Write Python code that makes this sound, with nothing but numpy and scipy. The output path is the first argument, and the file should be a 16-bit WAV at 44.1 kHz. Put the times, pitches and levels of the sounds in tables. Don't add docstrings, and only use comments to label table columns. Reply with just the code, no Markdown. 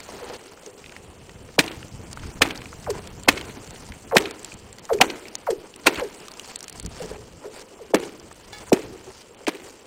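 import sys
import numpy as np
from scipy import signal
from scipy.fft import rfft, irfft
from scipy.io import wavfile
from scipy.ndimage import uniform_filter1d

SR = 44100
rng = np.random.default_rng(int(sys.argv[2]) if len(sys.argv) > 2 else 0)


def wav_out(sig):
    wavfile.write(sys.argv[1], SR, np.round(np.clip(np.atleast_2d(sig).T, -1, 1) * 32767).astype(np.int16))


def voltage_ratio(level):
    return 10 ** (np.asarray(level, float) / 20)


N = 434826
T = (np.arange(32768) - 4096) / SR
WALL_S = .088

# arrival of the crack in seconds, crack peak in dB, ice wave peak in dB,
# sheet hum in dB, thud pitch in Hz.
NEAR_BLOWS = [
    (1.5908, 3, -10, -37, 288),
    (2.4192, 2.5, -19, -45, 285),
    (3.2868, 3, -13, -34, 293),
    (4.1675, 3, -4, -37.5, 294),
    (5.013, 3.5, -9.5, -31.5, 820),
    (5.8684, 1.5, -18, -30, 804),
    (7.945, -9, -5.5, -29, 467),
    (8.729, -11, -4, -28.5, 266),
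    (9.479, -15, -17.5, -36, 410),
]
# arrival of the crack in seconds, crack peak in dB, ice wave peak in dB,
# lead of the wave over the crack in seconds, sheet hum in dB.
FAR_BLOWS = [
    (2.902, -19.5, -17, .039, -33),
    (4.152, -20, -12.5, .03, -24),
    (4.9322, -17.5, -11, .033, -25),
    (5.5045, -20, -13.5, .038, -30),
    (6.0352, -30, -18, .04, -35),
    (.235, -55, -31, .038, -42),
    (7.822, -50, -33, .036, -46),
]
# frequency in Hz, density in dB per Hz.
SCUFF_COLOUR = [(590, -0.5), (1000, 2.5), (1090, -3.5), (1340, -2), (3100, -6.5), (3650, -9), (4720, -3),
                (5630, -4.5), (8470, -5), (9860, -10.5), (10600, -23.5), (15200, -17.5), (16300, -28)]
# time in seconds, level in dB.
MOVEMENT = [(0.0, -46), (0.52, -53.5), (1.37, -56.5), (2.47, -51), (3.21, -51.5), (3.46, -47.5),
            (4.15, -53.5), (4.31, -51.5), (4.72, -57.5), (5.05, -50), (5.77, -56), (5.93, -51),
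            (6.73, -50.5), (7.58, -58), (8.59, -53.5), (8.7, -51), (9.31, -58), (9.86, -56.5)]
# start in seconds, peak in dB, centre in Hz,
# depth of the treble dropout after it in dB.
CRUST_SNAPS = [(0.0034, -22.5, 2210, 15), (0.6626, -26.5, 6310, -12), (2.13, -21, 5430, 14),
               (2.576, -24, 4780, 7), (3.0733, -25, 3500, 12), (3.2344, -26.5, 7200, 12),
               (3.707, -29, 7560, 10), (4.3098, -21, 1400, 28), (4.4464, -20, 7400, 1),
               (4.728, -27.5, 7500, -5), (4.7845, -28.5, 1960, 16), (4.853, -28, 6730, -3),
               (5.2833, -26, 4800, 13), (5.3535, -15, 6500, 41), (5.761, -27, 7900, 10),
               (6.283, -25.5, 1190, 8), (6.317, -27.5, 4550, 6), (6.3961, -19, 2980, -4),
               (6.5588, -16.5, 7400, 34), (6.6065, -21.5, 5460, 16), (6.6421, -22, 5700, 14),
               (6.6814, -20, 2450, 15), (6.6972, -20.5, 8950, 30), (6.7985, -20.5, 7380, 31),
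               (6.8278, -27.5, 8450, 9), (6.862, -20, 6500, 19), (7.06, -28.5, 5900, 3),
               (8.198, -30.5, 5370, 12), (9.347, -38, 3400, 38), (1.8821, -36, 6000, -1),
               (4.394, -32, 7000, 0), (4.4308, -28, 8730, 12), (4.54, -28, 7500, 14),
               (8.327, -33, 8000, 12), (8.345, -40, 8000, 0), (2.4877, -27, 2290, 0),
               (2.5591, -28, 4000, 0), (6.338, -30, 5480, 0), (6.5904, -30, 7870, 0),
               (6.7266, -28, 4760, 8), (6.8503, -27, 4710, 0), (1.6631, -27, 4500, 0),
               (7.5946, -30, 4920, 0), (7.615, -31, 2300, 5), (7.955, -45, 4000, 20),
               (4.794, -33, 5000, 20), (9.555, -32, 2500, 0)]


def evened(x):
    return x / np.sqrt(np.mean(x ** 2) + 1e-20)


def peaked(x):
    return x / (abs(x).max() + 1e-20)


def read(points, hz):
    f, value = np.transpose(points)
    return np.interp(np.log(hz + 1), np.log(f + 1), value)


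def add(mix, s, sound):
    part = mix[max(round(s * SR), 0):][:len(sound)]
    part += sound[:len(part)]


def shelved(x, points):
    hz = np.fft.rfftfreq(len(x), 1 / SR)
    return irfft(rfft(x) * voltage_ratio(read(points, hz)), len(x))


def colour(x, points):
    return evened(shelved(x, points))


def resonate(x, hz, width):
    turn = np.exp(2j * np.pi * hz * np.arange(len(x)) / SR)
    r = np.exp(-np.pi * width / SR)
    return 2 * (turn * signal.lfilter([1 - r], [1, -r], x / turn)).real


def resonate_twice(x, hz, width):
    return resonate(resonate(x, hz, width), hz, width)


def swell(t, rise, t60):
    return np.where(t < 0, np.exp(np.minimum(t, 0) / rise), voltage_ratio(-60 * np.maximum(t, 0) / t60))


def lumpy(noise, depth_db, size):
    return voltage_ratio(depth_db * evened(uniform_filter1d(noise, size)))


def bed(points, level_db, lumps_db, lump_s):
    noise, chance = rng.standard_normal((2, N))
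    size = max(round(lump_s * SR), 2)
    lumps = lumpy(uniform_filter1d(chance, size), lumps_db, size)
    return evened(colour(noise, points) * lumps) * voltage_ratio(level_db)


def ticks(table, t60, sharp, fizz):
    out, t = np.zeros(N), np.arange(-88, 2000) / SR
    for (s, db, hz, *_), noise in zip(table, rng.standard_normal((len(table), len(t)))):
        snap = noise * swell(t, 0.000087, t60)
        body = resonate(resonate(snap, hz, sharp * hz), hz, 1.5 * hz)
        add(out, s + t[0], voltage_ratio(db) * peaked(body + fizz * resonate(snap, 4100, 4500)))
    return out


def wind():
    # frequency in Hz, density in dB per Hz.
    wind_colour = [(12, -17), (20, -6.5), (76, 2), (118, -0.5), (214, -6), (387, -18.5), (443, -15),
                   (500, -20), (650, -38), (1100, -120)]
    # time in seconds, level in dB.
    gusts = [(0.0, -62), (0.5, -67), (1.1, -50.5), (1.64, -48.5), (2.39, -40.5), (2.62, -47.5),
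             (2.95, -40.5), (3.51, -45), (4.0, -49), (4.3, -52), (5.3, -62.5), (6.65, -67), (6.8, -44.5),
             (7.15, -44.5), (7.6, -61.5), (8.87, -53.5), (9.3, -63), (9.86, -67)]
    # time in seconds, level in dB.
    buffets = [
        (.15, -50),
        (4.4, -60),
        (4.68, -56),
        (5.0, -37),
        (6.85, -44),
    ]
    t = np.arange(N) / SR
    level = voltage_ratio(np.interp(t, *np.transpose(gusts)) + 2.5)
    level = level + sum(voltage_ratio(db) * swell(t - s, 0.029, 0.3) for s, db in buffets)
    return bed(wind_colour, 0 * t, 3.5, 0.02) * level


def movement_db():
    return np.interp(np.arange(N) / SR, *np.transpose(MOVEMENT))


def rumble():
    # frequency in Hz, density in dB per Hz.
    rumble_colour = [(71, -39), (120, -19.5), (187, -7), (245, -6), (367, -4), (437, -7), (1080, -15),
                     (1250, -15.5), (1610, -23), (3000, -17), (3900, -31), (6600, -120)]
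    stir_db = movement_db()
    return bed(rumble_colour, -50.5 + 0.17 * (stir_db - stir_db.mean()), 2.1, 0.022)


def crackle(per_s, spread_db):
    size = voltage_ratio(spread_db * np.minimum(rng.exponential(1, N), 4))
    clicks = size * (rng.random(N) < per_s / SR)
    return colour(clicks * rng.choice([-1., 1.], N), SCUFF_COLOUR)


def frost_hiss():
    stir_db = movement_db()
    return bed(SCUFF_COLOUR, stir_db + 2.0, 3.06, 0.0043) + voltage_ratio(stir_db - 2.45) * crackle(600, 3.2)


def whine():
    return voltage_ratio(-67) * evened(resonate_twice(rng.standard_normal(N), 7450, 35))


def drone():
    noise, chance = rng.standard_normal((2, N))
    return voltage_ratio(-53.5) * evened(resonate_twice(noise, 460, 150) * lumpy(chance, 3.5, 2000))


def flutter(hz, t):
    cells = rng.random((len(t) // 4 + 2, 6))
    stir_db = np.interp(np.arange(len(cells)) * t[4], *np.transpose(MOVEMENT))
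    busy = voltage_ratio(stir_db - np.mean(MOVEMENT, 0)[1])[:, None]
    share = np.clip(.17 * busy, .01, .5)
    dropped = uniform_filter1d(cells, size=2, axis=1) < np.sqrt(share / 2)
    band = np.clip((hz - 4600) // 1000, 0, 5).astype(int)
    treble = ((hz > 4600) & (hz < 10100))[:, None]
    return 12 * dropped[np.arange(len(t)) // 4][:, band].T * treble


def dropouts(x):
    hz, t, z = signal.stft(x, SR, nperseg=256)

    def between(start, end):
        return (t > start) & (t < end)

    treble_db = sum(row[3] * between(row[0] + .006, row[0] + .028) for row in CRUST_SNAPS)
    for row in NEAR_BLOWS[:6]:
        echo_s = row[0] + WALL_S
        treble_db = treble_db + 4.0 * between(echo_s + .012, echo_s + .04)
    treble_db = treble_db + sum(4.0 * between(row[0] - .03, row[0] - .004) for row in FAR_BLOWS)
    ahead_db = sum(16.0 * between(row[0] - .024, row[0] - .008) for row in NEAR_BLOWS)
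    patches = uniform_filter1d(rng.standard_normal(z.T.shape), 9, 0)
    patches = evened(uniform_filter1d(patches, 20, 1)).T
    reach = (hz > 4600) * np.where(hz < 10100, 1, .4)
    cut_db = np.outer(reach, np.maximum(treble_db, 0)) + np.outer(hz > 250, ahead_db)
    cut_db += 1.5 * patches + 10.0 * (patches > 1.5) * ((hz > 3500) & (hz < 10100))[:, None]
    cut_db += flutter(hz, t)
    return signal.istft(z * voltage_ratio(-cut_db), SR, nperseg=256)[1][:N]


def snaps():
    return ticks(CRUST_SNAPS, 0.011, 0.13, 0.42)


def scrapes():
    # start in seconds, end in seconds, level in dB, centre in Hz.
    drags = [(0.048, 0.376, -45, 2480), (0.328, 0.371, -40.5, 2220), (5.842, 5.867, -25, 2500),
             (5.955, 6.017, -31.5, 1600), (6.979, 7.05, -45.5, 1500), (2.181, 2.33, -47.5, 2170),
             (4.409, 4.55, -46, 6000), (6.41, 6.527, -42, 3500), (6.891, 7.127, -45, 4560),
             (7.503, 7.632, -43, 6060), (9.599, 9.717, -45.5, 7000), (8.665, 8.687, -45, 2000),
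             (7.06, 7.17, -45, 900), (7.42, 7.47, -47, 900), (.16, .35, -48, 700), (2.92, 3.0, -42, 900),
             (8.66, 8.702, -45, 7000), (8.605, 8.645, -45, 7500), (8.55, 8.6, -50, 8000),
             (7.97, 8.09, -46, 6500), (9.046, 9.23, -49.5, 6000)]
    out = np.zeros(N)
    for (start, end, db, hz), noise in zip(drags, rng.standard_normal((len(drags), 2, SR // 2))):
        u = np.arange(SR // 2) / SR / (end - start)
        grain = lumpy(noise[1], 3.7, 120)
        rub = evened(resonate(colour(noise[0], SCUFF_COLOUR), hz, 1.6 * hz) * grain)
        add(out, start, voltage_ratio(db) * rub * np.clip(3 * u, 0, 1) * np.clip(14 * (1 - u), 0, 1))
    return out


def chips():
    # start in seconds, peak in dB, centre in Hz.
    landings = [(0.0894, -24, 800), (0.5743, -37, 1350), (0.842, -29, 2030), (0.861, -29, 2540),
                (0.8944, -33, 2500), (0.9218, -29, 1660), (0.9647, -26, 1590), (1.294, -29.5, 1860),
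                (1.4887, -37, 1510), (1.36, -40, 1500), (1.715, -29, 3000), (2.173, -23, 1140),
                (2.196, -30, 2070), (2.2348, -27.5, 1250), (2.508, -23, 2600), (2.953, -27, 800),
                (2.618, -25.5, 1800), (2.657, -26, 2220), (2.7284, -26, 1210), (3.412, -21, 2580),
                (3.4837, -30, 1780), (3.7599, -30, 2610), (3.921, -28.5, 2140), (4.2004, -43, 3550),
                (4.9874, -26, 2440), (5.7398, -31.5, 3240), (5.983, -28, 1920), (5.9968, -29, 1490),
                (6.628, -26, 7720), (8.313, -31, 1170), (8.478, -43, 4500)]
    return ticks(landings, 0.014, 0.49, 0.033)


def ice_wave(lead, shape, meet_hz, power):
    hz = np.fft.rfftfreq(len(T), 1 / SR)
    delay = lead * ((meet_hz / np.maximum(hz, 255)) ** power - 1) - T[0]
    phase = 2 * np.pi * np.cumsum(delay) * hz[1]
    return peaked(irfft(voltage_ratio(read(shape, hz)) * np.exp(-1j * phase), len(T)))


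def bites(noise, spread):
    push, t = noise[:3000], np.arange(3000) / SR
    return push * abs(push) * np.exp(-t / spread) * (abs(push) > 2.3)


def rough_wave(wave, noise, spread, share):
    scattered = signal.oaconvolve(wave, bites(noise, spread))[:len(wave)]
    return peaked(wave + share * peaked(scattered))


def sheet_hum(noise, hz, width, t60):
    lumps = lumpy(noise[::-1], 3.5, 700)
    return evened(resonate_twice(noise, hz, width) * lumps) * swell(T - .012, 0.0072, t60)


def far_blow(row, touch_ahead_s, touch_db, faint):
    # frequency in Hz, level in dB.
    wave_shape = [(280, -18), (370, 7), (450, 12), (700, 0), (1200, -10), (2200, -23), (3200, -45)]
    s, crack_db, wave_db, lead, hum_db = row
    noise = rng.standard_normal((4, len(T)))
    scatter = 9 if faint else 1.5
    clean = ice_wave(lead, wave_shape, 430, 2.1)
    clean = clean + voltage_ratio(touch_db) * np.roll(clean, -round(touch_ahead_s * SR))
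    wave = rough_wave(clean, noise[3], .011 + .0025 * scatter, scatter)
    if faint:
        wave = peaked(resonate(wave, 480, 300) * lumpy(noise[2], 4, 300))
    crack = peaked(colour(noise[0], SCUFF_COLOUR) * swell(T - .002, 0.0024, 0.041))
    hum = sheet_hum(noise[1], 419, 105, 0.43)
    return voltage_ratio(wave_db) * wave + voltage_ratio(crack_db) * crack + voltage_ratio(hum_db) * hum


def far_chopper():
    # arrival of the crack in seconds, crack peak in dB, ice wave peak in dB,
    # lead of the wave in seconds, sheet hum in dB.
    faint_blows = [(.125, -54, -39, .040, -41.5), (.19, -55, -36, .03, -55), (0.32, -40, -31.5, 0.031, -55),
                   (.45, -60, -46, .04, -48), (.65, -60, -39, .04, -50), (.73, -60, -43, .04, -50),
                   (7.02, -27.5, -25.5, 0.045, -57), (7.10, -37, -29.5, 0.024, -36.5),
                   (7.185, -56, -39, 0.03, -59), (7.454, -40, -28, 0.039, -42),
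                   (7.565, -43, -36, 0.041, -51)]
    # first touch ahead in seconds, its level in dB.
    first_touches = [
        (.004, -30),
        (.011, -4),
        (.009, -5),
        (.004, -30),
        (.008, -20),
        (.008, -30),
        (.008, -30),
    ]
    out = np.zeros(N)
    for row, touch in zip(FAR_BLOWS, first_touches):
        add(out, row[0] + T[0], far_blow(row, *touch, faint=False))
    for row in faint_blows:
        add(out, row[0] + T[0], far_blow(row, .01, -6, faint=True))
    return out


def near_blow(row, dull_db, lag, t60, upper_db):
    # frequency in Hz, density in dB per Hz.
    crack_colour = [(88, -30), (150, 1), (300, 6.5), (871, 6), (1340, 1.5), (2450, 3.5), (3490, 0),
                    (4000, -52), (4410, -11), (6020, -2.5), (8230, -6), (9820, -9), (10800, -30),
                    (14800, -10), (16000, -50)]
    # frequency in Hz, width in Hz, level in dB.
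    blade_rings = [(2474, 270, 6.5), (3930, 680, 4.5), (1780, 220, 0.5), (5600, 2600, -30)]
    # frequency in Hz, level in dB.
    wave_shape = [(110, -36), (190, -5), (290, 0), (450, 0), (700, -3), (950, -6), (1300, -18), (3000, -60)]
    s, crack_db, wave_db, hum_db, thud_hz = row
    noise = rng.standard_normal((4, len(T)))

    burst = noise[0] * (swell(T - .0012, 0.0013, t60) + 0.1 * swell(T + 0.00062, 0.002, 0.0033))
    ring = 0
    for hz, width, db in blade_rings:
        line = resonate(resonate(burst, hz, width), hz, 7700)
        ring = ring + voltage_ratio(db + upper_db * (hz > 3000)) * evened(line)
    split = voltage_ratio(crack_db + 0.3) * peaked(colour(burst, crack_colour) + 0.95 * evened(ring))
    chunk = peaked(resonate(noise[1] * swell(T - .009, 0.0012, 0.0073), 2600, 2700))

    returned = rough_wave(resonate(split, 3230, 2600), noise[2], 0.0023, 0.42)
    echo = voltage_ratio(-22.5) * abs(split).max() * np.roll(returned, round(WALL_S * SR))

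    thud = peaked(resonate_twice(noise[2] * swell(T - .003, 0.00083, 0.01725), thud_hz, 230))
    hum = sheet_hum(noise[1], 368, 200, 0.79)

    bass_db = -0.18 * crack_db
    shape = [(hz, db + bass_db * np.log2(500 / hz) + dull_db * max(np.log2(hz / 500), 0))
             for hz, db in wave_shape]
    wave = rough_wave(ice_wave(0.01113, shape, 335, 1.716), noise[3], .003, .15)
    wave = np.roll(wave * swell(T - .002, .04, .06), round(lag * SR))

    air = split + voltage_ratio(crack_db - 17.0) * chunk + echo
    return air + voltage_ratio(hum_db + 20) * thud + voltage_ratio(wave_db) * wave + voltage_ratio(hum_db) * hum


def near_chopper():
    # wave dullness in dB per octave above 500 Hz, wave lag in seconds,
    # crack t60 in seconds, upper ring in dB.
    bite = [
        (-6, .0015, .023, 6),
        (1, .001, .026, -4),
        (-1, 0, .025, -3),
        (0, .0015, .026, 0),
        (-3, .0015, .021, 0),
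        (-4, .002, .034, -3),
        (-11, .0015, .012, -6),
        (-9, .0005, .014, -6),
        (-6, .004, .03, 0),
    ]
    out = np.zeros(N)
    for row, settings in zip(NEAR_BLOWS, bite):
        add(out, row[0] + T[0], near_blow(row, *settings))
    return out


def sprays():
    # frequency in Hz, density in dB per Hz.
    spray_colour = [(88, -41), (150, -13), (328, 7), (391, -8), (448, -4.5), (979, -7), (1100, -11),
                    (1390, -10.5), (2600, -23), (4320, -24.5), (8400, -23.5), (16000, -78)]
    out = np.zeros(N)
    fall = swell(T - .012, 0.0069, 0.69) + 2.2 * swell(T - .014, 0.009, 0.039)
    for row, noise in zip(NEAR_BLOWS, rng.standard_normal((len(NEAR_BLOWS), 3, len(T)))):
        grain = lumpy(noise[1:], 2.8, 170)
        ringing = 0.42 * evened(resonate(noise[0], 2260, 940)) * grain[1] ** 2
        thrown = colour(noise[0], spray_colour) * grain[0] + ringing
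        level_db = -31 + 0.5 * row[1]
        add(out, row[0] + T[0], voltage_ratio(level_db) * evened(thrown) * fall)
    return out


def extra_cracks():
    # start in seconds, peak in dB, centre in Hz.
    crack_bursts = [(5.0168, -6, 2600), (5.017, -6, 780), (2.4238, -7, 2600), (2.437, -22, 2400),
                    (1.5975, -13, 2700), (3.2915, -10, 600), (7.9455, -7, 600), (8.7295, -6, 350),
                    (5.875, -8, 800), (5.874, -11, 2290), (9.482, -10.5, 800), (9.484, -18, 328),
                    (5.858, -22, 900), (5.864, -17, 2220), (8.530, -32, 4500), (9.4684, -13, 2360)]
    return ticks(crack_bursts, 0.035, .35, 0.042)


def pings():
    # start in seconds, peak in dB, pitch in Hz.
    hollow_chips = [
        (1.8282, -32, 1425),
        (1.829, -28, 2800),
        (1.637, -26, 2600),
        (4.24, -29, 3700),
        (4.52, -30, 2440),
        (5.255, -29, 2200),
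        (8.032, -37, 1790),
    ]
    return ticks(hollow_chips, 0.013, 0.094, 0)


def knocks():
    # start in seconds, peak in dB, centre in Hz.
    lumps = [
        (3.568, -25, 250),
        (7.905, -29, 342),
        (9.071, -28, 386),
        (9.406, -35, 474),
        (7.712, -36, 400),
        (7.67, -40, 450),
        (7.467, -31, 440),
    ]
    return ticks(lumps, 0.091, 0.13, 0)


def post():
    # frequency in Hz, level in dB, t60 in seconds.
    modes = [(830, 4, 0.39), (1270, -3, 0.44), (1710, 6, 0.3), (2220, 3, 0.45), (2800, -2, 0.38),
             (3470, 6, 0.3), (4070, 7.5, 0.13), (4680, 0, 0.43), (5626, 2, .08), (6830, -3, .15),
             (9490, -10, .3), (15530, -10, .5), (4900, -3, .3)]
    out, t = np.zeros(N), np.arange(SR // 2) / SR
    ring = 0
    rattles = 1 + .5 * evened(uniform_filter1d(rng.standard_normal((len(modes), len(t))), 200))
    for (hz, db, t60), rattle in zip(modes, rattles):
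        ring = ring + voltage_ratio(db - 60 * t / min(t60, .5)) * np.sin(2 * np.pi * hz * t) * rattle
    add(out, 8.530, voltage_ratio(-28.5) * peaked(ring))
    return out


def scene():
    # frequency in Hz, gain in dB.
    mic_shelf = [(40, -8), (9700, 2), (10300, -10), (16200, -5)]
    starved = dropouts(rumble() + frost_hiss() + whine() + scrapes() + sprays())
    loud = wind() + starved + far_chopper() + near_chopper() + post()
    small = drone() + snaps() + chips() + extra_cracks() + pings() + knocks()
    return (loud + shelved(small, mic_shelf))[None]


def top_cut(x):
    return signal.sosfilt(signal.butter(12, 16430, fs=SR, output="sos"), x)


def record(dry):
    band = signal.butter(2, [300, 2500], "band", fs=SR, output="sos")
    bass = signal.sosfilt(band, dry)
    mirrored = dry + voltage_ratio(-30) * bass * np.cos(2 * np.pi * 12080 * np.arange(N) / SR)
    edge = signal.firwin(255, 15950, window=("kaiser", 9), fs=SR)
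    mix = signal.oaconvolve(np.clip(mirrored, -1, 1), edge[None], "same")
    return top_cut(mix)


dry = scene()
out = record(dry)
wav_out(out)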